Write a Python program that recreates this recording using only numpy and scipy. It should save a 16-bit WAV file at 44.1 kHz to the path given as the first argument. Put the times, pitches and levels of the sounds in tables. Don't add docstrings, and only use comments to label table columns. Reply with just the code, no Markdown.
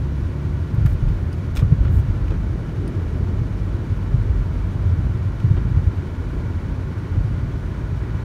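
import sys
import numpy as np
from scipy import signal
from scipy.fft import rfft, irfft, next_fast_len
from scipy.io import wavfile

SR = 44100
rng = np.random.default_rng(int(sys.argv[2]) if len(sys.argv) > 2 else 0)


def log_audio(samples):
    frames = np.atleast_2d(samples).T
    limited = np.clip(frames, -1, 1)
    pcm = np.round(limited * 32767).astype(np.int16)
    wavfile.write(sys.argv[1], SR, pcm)


N = 363384
T = np.arange(N) / SR
HEAVE_DB, BOOM_DB, ROAR_DB = -44, -24, -35

# frequency in Hz, level in dB.
PLASTIC_TONE = [(400, 3), (1400, 5.5), (2000, 2), (2400, 12.5), (2950, 1), (3550, 9), (4400, -0.5),
                (5200, 6.5), (5800, -1.5), (6300, 7.5), (6900, -1), (8300, 1.5), (9000, 1.5), (11000, -5),
                (13500, -1), (16000, -4.5)]


def tyres(heave_gain, boom_gain, roar_gain, rush_db=-46, rush_db_per_s=0.29):
    # frequency in Hz, relative level in dB.
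    heave_tone = [(24, -38), (31, -19), (38, -0.5), (48, -2.5), (61, -4), (80, -22.5)]
    boom_tone = [(18, -44.5), (26, -29.5), (35, -6), (49, -1), (66, -3.5), (87, 5), (115, -2), (155, -7),
                 (190, -13), (260, -30.5)]
    roar_tone = [(130, -3.5), (195, -0.5), (280, 0), (322, -3.5), (355, -2), (420, -8), (500, -11.5),
                 (620, -13.5), (760, -21), (1100, -43)]
    sing_tone = [(220, -6), (262, -4), (287, 5.5), (320, -6), (356, 4), (378, -14), (398, 0), (450, -11.5),
                 (570, -15.5), (700, -24)]
    rush_tone = [(550, -28), (760, -3), (870, 4.5), (1050, 5), (1290, 0), (1440, 4.5), (1580, 2.5),
                 (1800, -5.5), (2300, -3), (2700, -21), (4500, -21)]
    # start, attack, hold, release in seconds,
    # level in dB.
    ribs = [(2.4, 0.11, 0.5, 0.56, -39.5), (2.78, 0.076, 0.04, 0.21, -38)]
    boom = colour(grit(per_s=1500, spread_db=0.5), boom_tone, tilt_db=0.84) * boom_gain
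    roar = colour(noise(), roar_tone) * roar_gain
    sing = colour(noise(), sing_tone) * swells(ribs)
    creep_db = rush_db_per_s * (T - T.mean())
    rush = colour(noise(), rush_tone) * undb(rush_db + creep_db + 0.5 * drift(hz=22))
    heave = colour(noise(), heave_tone) * heave_gain
    return heave + boom + roar + sing + rush


def road_surface():
    # start and length in seconds, then heave, boom and roar in dB.
    stretches = [(0.77, 0.07, -22, -21, -48), (1.012, 0.016, -21, -17.5, -52),
                 (1.574, 0.52, -25.5, -21.5, -41), (2.144, 0.41, -27, -27.5, -58),
                 (3.15, 0.24, -27, -25, -38), (3.72, 0.035, -30, -43, -36.5), (4.122, 0.39, -26, -27, -47),
                 (4.725, 0.35, -33, -22.5, -40), (5.42, 0.3, -23, -21.5, -47),
                 (6.143, 0.33, -27.5, -35, -41.5), (7.145, 0.39, -26, -29, -54)]
    power = undb([HEAVE_DB, BOOM_DB, ROAR_DB])[:, None] ** 2
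    for start, length, *levels_db in stretches:
        envelope = swell(start, attack_s=0.0039, hold_s=length, release_s=0.25)
        power = power + np.outer(undb(levels_db), envelope) ** 2
    return np.sqrt(power)


def crack_thumps(gain_db=-2.5):
    # start in seconds, relative level in dB, pitch in Hz.
    cracks = [(0.733, -7, 120), (0.777, -4.5, 111), (0.847, -0.5, 117), (1.031, -6, 94), (1.222, -10, 100),
              (1.623, -1.5, 115), (1.719, 0.5, 127.5), (1.797, -4, 59.6), (1.959, -5, 81.4),
              (1.989, -4, 83.6), (3.410, -8, 121), (3.736, -13, 72), (3.913, -9, 97), (4.137, -1, 109),
              (4.204, -12, 105), (4.289, -4, 79.4), (4.91, -10.5, 100), (5.439, -2, 111),
              (5.505, -2.5, 121), (5.765, -3, 90), (5.865, -3, 80.5), (7.170, -7.5, 101), (7.241, -9, 109),
              (7.309, -10.5, 101), (7.426, -9.5, 101.4)]
    out, t = np.zeros(N), T[:SR // 8]
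    for start, db, hz in cracks:
        cycles = hz * t
        envelope = (cycles * np.exp(1 - cycles)) ** 3
        add(out, start, -undb(db + gain_db) * envelope * np.sin(2 * np.pi * cycles))
    return out


def engine(wander=0.0028):
    # time in seconds, firing rate in Hz, level in dB.
    revs = [(0, 68.78, -23), (.8, 73.25, -30), (1.9, 75, -27.5), (2.3, 51.5, -42), (4.2, 48.06, -24),
            (5.1, 50.3, -31), (7.2, 56.75, -34.5), (7.8, 58.55, -28.5), (8.24, 59.6, -26.5)]
    orders_db = [1, -5, -44, -37.5, -24]
    firing_hz, level_db = curves(revs)
    phase = 2 * np.pi * np.cumsum(firing_hz * (1 + wander * drift(hz=4.2))) / SR
    hum = sum(undb(db) * np.sin(order * phase) for order, db in enumerate(orders_db, 1))
    return unit(hum) * undb(level_db)


def plastic_clicks():
    # start in seconds, level in dB, ring time in seconds, brightness in dB per octave.
    clicks = [(.744, -54, .05, 7), (.8603, -42.5, .016, 2), (.8628, -40.5, .013, 3),
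              (0.868, -42, .035, -10), (1.083, -45, 0.04, -5.5), (1.088, -47, .025, -4),
              (1.553, -44, 0.079, 0), (1.5614, -35.5, .035, -2), (1.5695, -30.5, .045, -2),
              (1.5743, -35, 0.049, -1.5), (1.5897, -35, .035, -5), (1.593, -35, 0.088, -5),
              (1.604, -45, .06, -3), (2.2815, -39, .014, -5), (2.3063, -36, .04, -7.5),
              (2.320, -40, 0.057, -8.5), (4.672, -58, .03, 5), (5.401, -40, .035, -5.5)]
    out = np.zeros(N)
    for start, db, t60, tilt_db in clicks:
        add(out, start, undb(db) * strike(PLASTIC_TONE, t60, tilt_db))
    return out


def dull_knocks(gain_db=4):
    # start in seconds, relative level in dB, ring time in seconds, brightness in dB per octave.
    knocks = [(.859, -34, .07, 4), (1.620, -35, .12, -.5), (1.720, -33, .08, -.5), (1.848, -33.5, .06, 3),
              (1.865, -36.5, .05, 2.5), (1.877, -36, .05, 3), (1.985, -38, .05, 2), (2.032, -43, .06, 2.5),
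              (2.305, -35.5, .08, .5), (2.317, -30, .08, -2.5), (2.338, -33.5, .08, .5),
              (5.440, -39, .08, 1.5), (5.566, -34, .04, 2), (5.574, -33, .07, 2)]
    # frequency in Hz, level in dB.
    knock_tone = [(150, -3), (350, 26.5), (540, 16), (750, 4), (1200, 12), (2000, 0), (3500, -9),
                  (7000, -34), (16000, -48)]
    out = np.zeros(N)
    for start, db, t60, tilt_db in knocks:
        add(out, start, undb(db + gain_db) * strike(knock_tone, t60, tilt_db, attack_s=0.002))
    return out


def metal_tinks():
    # start in seconds, level in dB, relative contact level in dB, brightness in dB per octave.
    taps = [(1.329, -45, -6, -6), (2.878, -38.5, -10, 1)]
    # frequency in Hz, relative level in dB, ring time in seconds.
    metal_modes = [(4800, -8, 0.033), (5130, -9, .025), (5650, -17, .02), (9000, -13, .03),
                   (9080, -9, .035), (9630, -11, .03), (13300, -22, .02)]
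    out, t = np.zeros(N), T[:SR // 3]
    hz, modes_db, t60 = np.transpose(metal_modes)
    modes = np.sin(2 * np.pi * np.outer(hz, t)) * np.exp(-np.log(1000) * np.outer(1 / t60, t))
    for start, db, contact_db, tilt_db in taps:
        ring = undb(modes_db + tilt_db * np.log2(hz / hz.mean())) @ modes
        contact = undb(contact_db) * strike(PLASTIC_TONE, t60=0.038, tilt_db=-2)
        add(out, start, undb(db) * (ring + contact))
    return out


def sliding_hiss():
    # start, attack, hold, release in seconds, level in dB.
    slides = [(.856, .012, 0.042, 0.074, -54.5), (1.02, 0.067, .27, .1, -68),
              (1.86, 0.12, .004, 0.051, -52)]
    # frequency in Hz, level in dB.
    hiss_tone = [(1500, 12), (4000, -4), (7000, -3), (10000, -2), (14000, -1), (16000, 0)]
    return colour(grit(per_s=2400, spread_db=2), hiss_tone) * swells(slides)


def heater(air_db=-49, flutter_db=0.57, waver_db=2):
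    # frequency in Hz, level in dB.
    air_tone = [(300, 10.5), (1500, 7), (3000, 1.5), (3800, -1), (4500, -4.5), (4950, -5.5), (5900, -5.5),
                (7100, -10.5), (7600, -13.5), (9200, -12), (10500, -17), (11500, -16), (13000, -20.5),
                (16000, -20)]
    fan_partials = [(920, -68.5), (1383, -67.5), (1728, -63)]
    out = colour(noise(), air_tone) * undb(air_db + flutter_db * drift(hz=18))
    for hz, db in fan_partials:
        gain = undb(db - waver_db * drift(hz=6))
        out += gain * np.sin(2 * np.pi * hz * T + drift(hz=2.6))
    return out


def gear_whine(hz_per_m_s=101.7, db=-60, db_per_m_s=2, wander=0.0018, flutter_db=3):
    # time in seconds, speed in metres per second.
    road_speed = [(0, 13.5), (1.8, 14.05), (2.3, 13.1), (4.3, 13.0), (6.2, 13.92), (8.24, 14.35)]
    speed, = curves(road_speed)
    mesh_hz = hz_per_m_s * speed * (1 + wander * drift(hz=16))
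    tone = np.sin(2 * np.pi * np.cumsum(mesh_hz) / SR) * undb(flutter_db * drift(hz=7.5))
    return unit(tone) * undb(db + db_per_m_s * (speed - speed.mean()))


def trim_rattle(boom_gain, smooth_road_db=-63.5):
    hits = grit(per_s=120, spread_db=-4.5)
    tick = strike(PLASTIC_TONE, t60=0.02, tilt_db=-9.5)
    ticks = signal.fftconvolve(hits, tick)[:N]
    return unit(ticks) * boom_gain * undb(smooth_road_db - BOOM_DB)


def cabin_reflections(x):
    # centre in Hz, width in Hz, boost or cut in dB.
    ripples = [(1570, 60, -4.5), (1637, 72, 0.5), (1904, 120, 2.5), (2106, 160, -2.5), (2974, 100, 3.5),
               (3900, 75, 1.5), (4630, 220, 2), (4930, 200, -3), (6700, 140, 1), (7200, 250, 3),
               (7700, 220, -2.5), (10370, 300, -3.5)]
    f = np.fft.rfftfreq(N, 1 / SR)
    ripple_db = sum(db * np.exp(-(2 * (f - hz) / width) ** 2) for hz, width, db in ripples)
    return irfft(rfft(x) * undb(ripple_db), N)


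def strike(tone, t60, tilt_db=0, attack_s=0.00014, snap_db=-7, snap_s=0.0012):
    t = T[:SR // 3]
    envelope = np.exp(-np.log(1000) * t / t60) + undb(snap_db) * np.exp(-t / snap_s)
    onset = 1 - np.exp(-t / attack_s)
    return colour(rng.standard_normal(len(t)), tone, tilt_db) * envelope * onset


def grit(per_s, spread_db):
    return (rng.random(N) < per_s / SR) * noise() * undb(spread_db * noise())


def noise():
    return rng.standard_normal(N)


def drift(hz):
    return colour(noise(), [(1, 0), (hz, 0)])


def colour(x, tone, tilt_db=0):
    hz, db = np.transpose(tone)
    size = next_fast_len(len(x))
    octave = np.log2(np.maximum(np.fft.rfftfreq(size, 1 / SR), 1))
    octaves_outside = np.abs(octave - np.clip(octave, np.log2(hz[0]), np.log2(hz[-1])))
    gain_db = np.interp(octave, np.log2(hz), db) + tilt_db * octave - 24 * octaves_outside
    return unit(irfft(rfft(x, size) * undb(gain_db), size)[:len(x)])


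def swell(start, attack_s, hold_s, release_s):
    rise = np.clip((T - start) / attack_s, 0, 1)
    fall = np.clip(1 - (T - start - attack_s - hold_s) / release_s, 0, 1)
    return np.sin(np.pi / 2 * rise * fall) ** 2


def swells(table):
    return sum(undb(db) * swell(*shape) for *shape, db in table)


def curves(table):
    times, *columns = np.transpose(table)
    return [np.interp(T, times, column) for column in columns]


def add(out, start_s, sound):
    i = int(start_s * SR)
    out[i:i + len(sound)] += sound[:N - i]


def undb(db):
    return 10 ** (np.asarray(db) / 20)


def unit(x):
    return x / np.sqrt(np.mean(x ** 2))


def scene():
    heave_gain, boom_gain, roar_gain = road_surface()
    rolling = tyres(heave_gain, boom_gain, roar_gain) + crack_thumps() + trim_rattle(boom_gain)
    machinery = engine() + gear_whine() + heater()
    fittings = plastic_clicks() + dull_knocks() + metal_tinks() + sliding_hiss()
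    return cabin_reflections(rolling + machinery + fittings)[None]


def record(dry, top_hz=15600, fade_s=0.006):
    limited = dry / (1 + dry ** 8) ** (1 / 8)
    fade_out = np.minimum((T[-1] - T) / fade_s, 1)
    lowpass = signal.ellip(10, 0.2, 80, top_hz, fs=SR, output="sos")
    return signal.sosfilt(lowpass, limited * fade_out)


dry = scene()
out = record(dry)
log_audio(out)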